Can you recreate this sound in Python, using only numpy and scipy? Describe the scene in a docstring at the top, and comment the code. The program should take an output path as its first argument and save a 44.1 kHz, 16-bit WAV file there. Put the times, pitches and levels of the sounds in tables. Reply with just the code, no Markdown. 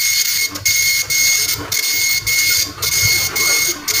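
"""Dot matrix printer in a small room

Lines of text are printed, heard from just above the cover. The pins strike on a fixed column clock: their
regular part is a whine, the changing dot patterns a harsh rasp. The carriage rumbles and rattles along its rail
and clatters as it reverses; a stepper motor advances the paper between lines. The case shudders now and then,
and a short squeak sounds once."""
import sys
import numpy as np
from scipy import signal
from scipy.fft import rfft, irfft, next_fast_len
from scipy.io import wavfile
from scipy.ndimage import uniform_filter1d, map_coordinates

SR = 44100
rng = np.random.default_rng(int(sys.argv[2]) if len(sys.argv) > 2 else 0)


def persist_wave(psi):
    """Save psi, clipped to +-1, as 16-bit WAV."""
    counts = np.round(np.clip(psi, -1, 1) * 32767).astype(np.int16)
    wavfile.write(sys.argv[1], SR, np.atleast_2d(counts).T)


N = 176400
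TIME_S = np.arange(N) / SR
COLUMN_HZ, LETTER_COLUMNS = 2167.5, 15


def amp(db):
    """Decibels to gain."""
    return 10 ** (np.asarray(db) / 20)


def unit(x):
    """Scale to rms 1."""
    return x / np.sqrt(np.mean(np.abs(x) ** 2) + 1e-20)


def along(points, hz):
    """Interpolate (freq_hz, value) points on a log axis."""
    freq_hz, values = np.transpose(points)
    return np.interp(np.log(hz + 1), np.log(freq_hz + 1), values)


def curves(rows):
    """One value per sample for each column after time_s."""
    time_s, *columns = np.transpose(rows)
    return [np.interp(TIME_S, time_s, column) for column in columns]


def wobble(rate_hz):
    """Smooth random curve, rate_hz knots a second."""
    coarse = np.arange(0, N + 32, 32)
    smooth = map_coordinates(rng.standard_normal(4096), [coarse * rate_hz / SR + 2], mode="wrap")
    return np.interp(np.arange(N), coarse, smooth)


def waver(depth, rate_hz):
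    """Complex gain of rms 1, wandering in size and phase."""
    return unit(1 + depth * (wobble(rate_hz) + 1j * wobble(rate_hz)))


def tone(hz, depth, rate_hz):
    """Wavering sine of rms 1."""
    return np.sqrt(2) * np.real(waver(depth, rate_hz) * np.exp(2j * np.pi * (hz * TIME_S + rng.random())))


def filtered(x, response):
    """Apply a gain given as a function of frequency."""
    size = next_fast_len(N + SR // 2)
    return irfft(rfft(x, size) * response(np.fft.rfftfreq(size, 1 / SR)), size)[:N]


def coloured(x, spectrum):
    """Shape x by (freq_hz, gain_db) points, to rms 1."""
    return unit(filtered(x, lambda hz: amp(along(spectrum, hz))))


def shifting(x, depth_db, size):
    """Each narrow band swells and sinks on its own; rms 1."""
    bands = signal.stft(x, nperseg=size)[2]
    swell = uniform_filter1d(rng.standard_normal(bands.shape), size=2, axis=0)
    swell = unit(uniform_filter1d(swell, size=7, axis=1))
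    return unit(signal.istft(bands * amp(depth_db * np.clip(swell, -2, 1)), nperseg=size)[1][:N])


def gate(start_s, end_s, attack_s=0.004, release_s=0.0041):
    """Quick rise at the start, exponential fall after the end."""
    rise = 1 - np.exp(-np.maximum(TIME_S - start_s, 0) / attack_s)
    return rise * np.exp(-np.maximum(TIME_S - end_s, 0) / release_s)


def pulses(times_s, sizes, width=16):
    """Clicks placed between samples."""
    at = times_s[:, None] * SR
    taps = np.floor(at).astype(int) + np.arange(width) - width // 2 + 1
    shape = np.sinc(taps - at) * np.cos(np.pi * (taps - at) / width) ** 2
    return np.bincount(np.clip(taps, 0, N).ravel(), (sizes[:, None] * shape).ravel(), N + 1)[:N]


# dot pattern at 1, 2 and 3 times the letter rate: depth
STEM_DEPTHS = [0.14, 0.72, 0.2]
# pin strike spectrum: freq_hz, gain_db
RASP_SPECTRUM = [(800, -27.5), (1450, -11), (2050, 0), (2450, -5.5), (2780, -9.5), (3550, 0), (3750, -3),
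                 (4450, -1), (4720, 10), (4880, 2), (5050, 5.5), (5900, 1), (6300, 3.5), (6850, 4),
                 (7700, -10.5), (12200, -10), (13500, -1.5), (15400, -10)]
def rasp(pin_groups=6, letter_spread_db=2, pin_spread_db=5, ring_t60_s=0.025, ring_gain=1.7):
    """Each pin group strikes in changing dot patterns and rings head and platen in its own way."""
    column = np.arange(int(N / SR * COLUMN_HZ))
    letter = column // LETTER_COLUMNS
    stems = sum(depth * np.cos(2 * np.pi * k * column / LETTER_COLUMNS)
                for k, depth in enumerate(STEM_DEPTHS, 1))
    weight = amp(letter_spread_db * rng.uniform(-0.98, 1, len(column))[letter]) * np.maximum(1 + stems, 0)
    t = np.arange(SR // 30) / SR
    strikes = np.zeros(N)
    for _ in range(pin_groups):
        dots, usage = rng.uniform(-0.9, 1, (2, len(column)))
        sizes = weight * amp(pin_spread_db * usage[letter]) * dots
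        ring = rng.standard_normal(len(t)) * amp(-60 * t / ring_t60_s)
        ring *= ring_gain / np.linalg.norm(ring)
        ring[0] += 1  # the bare strike
        strikes += signal.fftconvolve(pulses((column + rng.random()) / COLUMN_HZ, sizes), ring)[:N]
    return shifting(coloured(strikes, RASP_SPECTRUM), depth_db=3.5, size=512)


# whine harmonic 2: time_s, relative_db
SECOND_HARMONIC = [(0.01, -26.5), (0.1, -37.4), (0.15, -24.1), (0.29, -33.2), (0.44, -25.6), (0.79, -32.9),
                   (0.89, -23.0), (0.99, -32.6), (1.22, -26.3), (1.48, -33.0), (1.9, -28.9), (1.95, -35.8),
                   (2.1, -27.2), (3.01, -30.5), (3.11, -25.2), (3.44, -33.7), (3.49, -24.6), (3.64, -32.6),
                   (4.0, -29.1)]
# whine harmonic 3: time_s, level_db
THIRD_HARMONIC = [(0.01, -22), (0.34, -26), (0.79, -20.5), (0.94, -28.5), (1.17, -20), (1.27, -21),
                  (2.43, -25.5), (2.48, -19), (2.83, -30), (3.01, -19.5), (3.16, -25.5), (4.0, -21.5)]
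# whine harmonics 4 to 7: level_db
UPPER_HARMONICS_DB = [-32.5, -35, -34, -29.5]
# side tones: letter_rate_multiple
SIDE_ORDERS = [27, 28, 32, 33]
# the same side tones: level_db
SIDE_LEVELS_DB = [-44.5, -40, -43, -50]
def whine(fundamental, printing, drift_rad=0.31, text_depth=0.51):
    """Harmonics of the column clock, the higher the less steady, and side tones of the letter rhythm."""
    phase = 2 * np.pi * COLUMN_HZ * TIME_S + drift_rad * wobble(9)
    second = amp(3.5 + curves(SECOND_HARMONIC)[0])
    third = amp(curves(THIRD_HARMONIC)[0]) * unit(1 + text_depth * wobble(72))  # swells with the text
    upper = [amp(db) * waver(depth=0.36, rate_hz=26) for db in UPPER_HARMONICS_DB]
    levels = [amp(0.5) * fundamental] + [printing * level for level in [second, third, *upper]]
    harmonics = np.zeros(N)
    for k, level in enumerate(levels, 1):
        flutter = waver(depth=0.15 * k, rate_hz=150)
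        harmonics += np.sqrt(2) * np.real(level * flutter * np.exp(1j * k * phase))
    sides = sum(amp(db) * tone(k * COLUMN_HZ / LETTER_COLUMNS, depth=0.87, rate_hz=12)
                for k, db in zip(SIDE_ORDERS, SIDE_LEVELS_DB))
    return harmonics + printing * sides


# runs of print: start_s, end_s, rasp_relative_db, fundamental_relative_db
PRINT_RUNS = [(-.02, 0.139, -14, -24), (0.14, 0.223, -13, -28.5), (0.246, 0.26, -11, -29),
              (0.267, 0.375, -13.5, -32.5), (0.38, 0.403, -16, -23), (0.406, 0.46, -15.5, -22),
              (0.654, 0.713, -12, -19.5), (0.708, 0.754, -14.5, -34), (0.75, 0.919, -15, -21.5),
              (0.911, 1.017, -16, -24), (1.098, 1.359, -14, -22), (1.361, 1.458, -15, -30.5),
              (1.477, 1.54, -12, -30.5), (1.717, 1.73, -11.5, -30), (1.737, 1.757, -12.5, -37),
              (1.763, 1.777, -11.5, -22), (1.787, 1.798, -8, -20), (1.824, 1.92, -14, -29.5),
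              (1.92, 2.183, -16.5, -23.5), (2.266, 2.39, -15, -21), (2.373, 2.536, -13, -21.5),
              (2.522, 2.63, -13, -34.5), (2.822, 2.85, -12, -34), (2.855, 2.89, -12.5, -26.5),
              (2.911, 3.002, -13, -26.5), (3.004, 3.169, -14, -21.5), (3.169, 3.272, -15, -27.5),
              (3.356, 3.638, -14.5, -22.5), (3.638, 3.718, -15.5, -31), (3.877, 3.893, -12.5, -29.5),
              (3.898, 3.911, -9, -23), (3.935, 4.02, -13, -26.5)]
def print_head(rasp_gain_db=-5, strike_send_db=-8, whine_send_db=-19):
    """Pins rasp and whine during each run; these and the carriage's clack echo in the room."""
    force, fundamental, printing = np.zeros((3, N))
    for start_s, end_s, rasp_db, fundamental_db in PRINT_RUNS:
        on = gate(start_s, end_s, attack_s=0.0024)
        force = np.maximum(force, amp(rasp_db) * on)
        fundamental = np.maximum(fundamental, amp(fundamental_db) * on)
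        printing = np.maximum(printing, on)
    strikes = clack() + amp(rasp_gain_db) * force * rasp()
    tones = whine(fundamental, printing)
    return strikes + tones + room(amp(strike_send_db) * strikes + amp(whine_send_db) * tones)


# room decay: freq_hz, t60_s
ROOM_DECAY = [(2000, 0.66), (15000, 0.34)]
def room(x):
    """Diffuse tail whose treble dies first."""
    hz, t, bands = signal.stft(rng.standard_normal(SR // 2), SR, nperseg=256)
    tail = signal.istft(bands * amp(-60 * t / along(ROOM_DECAY, hz)[:, None]), SR, nperseg=256)[1]
    return signal.fftconvolve(x, tail / np.linalg.norm(tail))[:N]


# carriage noise: time_s, rattle_relative_db, rumble_relative_db
CARRIAGE_LEVELS = [(0, -48.5, -48), (.45, -40.5, -45.5), (.95, -44, -45), (1.65, -30, -35),
                   (1.84, -39.5, -60), (2.0, -35, -42), (2.55, -38.5, -41), (3.2, -30.5, -35.5),
                   (3.44, -25.5, -35.5), (3.6, -29, -43.5), (4, -30.5, -38.5)]
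# rail rattle: freq_hz, gain_db
RATTLE_SPECTRUM = [(150, -11), (280, -14), (450, -1), (880, -9.5), (1150, -1.5), (2000, -10.5),
                   (12000, -31.5)]
# low rumble: freq_hz, gain_db
RUMBLE_SPECTRUM = [(32, -23), (50, -4), (100, 0.5), (150, -1.5), (220, -19.5), (400, -37)]
# case resonances: pitch_hz, relative_db
CASE_MODES = [(293, -14), (350, -13.5), (430, -13.5), (1420, -12)]
def carriage(hum_hz=96.2, ring_swing_db=4.5, rumble_swing_db=4.65):
    """The carriage rattles and rumbles on its rail and rings the case, over the hum of its drive."""
    rattle_db, rumble_db = curves(CARRIAGE_LEVELS)
    rough_noise = rng.standard_normal(N) * amp(0.89 * wobble(250))
    rattle = amp(-3) * shifting(coloured(rough_noise, RATTLE_SPECTRUM), depth_db=9.5, size=1024)
    ring = sum(amp(db) * unit(amp(ring_swing_db * wobble(14)) * tone(hz, depth=3.0, rate_hz=49))
               for hz, db in CASE_MODES)
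    rumble = amp(-2.5) * coloured(rng.standard_normal(N), RUMBLE_SPECTRUM)
    hum = amp(-3) * tone(hum_hz, depth=0.8, rate_hz=12)
    low_gain = amp(rumble_db + rumble_swing_db * wobble(18))
    return amp(rattle_db) * (rattle + ring) + low_gain * (rumble + hum)


def singing(level_db=-47):
    """Thin tone at twice the column rate; it goes on between lines."""
    return amp(level_db) * tone(2 * COLUMN_HZ, depth=0.73, rate_hz=14)


# line feeds: start_s, length_s, level_db
LINE_FEEDS = [(0.493, 0.076, -35), (1.576, 0.051, -34), (2.651, 0.045, -30.5), (3.756, 0.063, -31.5)]
# modes rung by each step: pitch_hz, relative_db, t60_s
GEAR_MODES = [(301, 5.5, 0.081), (1077, 2.5, 0.059)]
def paper_feed(step_hz=97.9, scatter_db=5.5):
    """Each motor step knocks the gears and the case: a short pitched rattle."""
    t = np.arange(SR // 10) / SR
    ring = sum(amp(db - 60 * t / t60_s) * np.sin(2 * np.pi * hz * t) for hz, db, t60_s in GEAR_MODES)
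    steps_s = np.arange(0, N / SR, 1 / step_hz)
    sizes = amp(scatter_db * rng.standard_normal(len(steps_s)))
    knocks = unit(signal.fftconvolve(pulses(steps_s, sizes), ring)[:N])
    return knocks * sum(amp(db) * gate(start_s, start_s + length_s, release_s=0.027)
                        for start_s, length_s, db in LINE_FEEDS)


# carriage reversals: start_s, length_s, level_db
TURNS = [(0.504, 0.098, -34.5), (1.025, 0.073, -36), (1.591, 0.12, -32), (2.771, 0.072, -31),
         (3.309, 0.055, -33.5)]
def reversals(knock_hz=130, knock_t60_s=0.092):
    """Belt and gears knock unevenly as the carriage brakes and changes direction."""
    level = sum(amp(db) * gate(start_s, start_s + length_s, release_s=0.021)
                for start_s, length_s, db in TURNS)
    beats = np.arange(int(N / SR * knock_hz))
    lateness, sizes = rng.random((2, len(beats)))
    t = np.arange(SR // 10) / SR
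    blows = signal.fftconvolve(pulses((beats + lateness) / knock_hz, sizes), amp(-60 * t / knock_t60_s))
    clatter = coloured(blows[:N] * rng.standard_normal(N), RATTLE_SPECTRUM)
    return level * shifting(clatter, depth_db=8, size=1024)


def clack(start_s=0.547, length_s=0.017, level_db=-20.5):
    """One short, bright clack as the carriage turns."""
    noise = coloured(rng.standard_normal(N), RASP_SPECTRUM)
    return amp(level_db) * gate(start_s, start_s + length_s) * noise


# case shudders: peak_s, level_db
SHUDDERS = [(.625, -33), (.69, -33.5), (1.095, -29.5), (1.575, -28), (1.715, -30), (2.261, -28.5),
            (2.592, -31.5), (2.88, -32.5), (3.059, -22)]
def shudders(pitch_hz=102.3, half_width_s=0.024):
    """Soft low shudders of the case, a few cycles each."""
    level = sum(amp(db) * np.exp(-((TIME_S - peak_s) / half_width_s) ** 2) for peak_s, db in SHUDDERS)
    ring = tone(pitch_hz, depth=0.5, rate_hz=20)
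    return level * unit(ring + 0.91 * coloured(rng.standard_normal(N), RUMBLE_SPECTRUM))


def squeak(start_s=2.5, length_s=0.04, pitch_hz=1430, level_db=-27.5):
    """One rough, brief squeak."""
    return amp(level_db) * gate(start_s, start_s + length_s) * tone(pitch_hz, depth=1, rate_hz=140)


def scene():
    """The whole printer, mono."""
    return (singing() + squeak() + print_head() + carriage() + reversals() + shudders() + paper_feed())[None]


def record(dry):
    """Brick-wall low-pass."""
    top_hz = 15500
    return filtered(dry[0], lambda hz: hz < top_hz)[None]


dry = scene()
out = record(dry)
persist_wave(out)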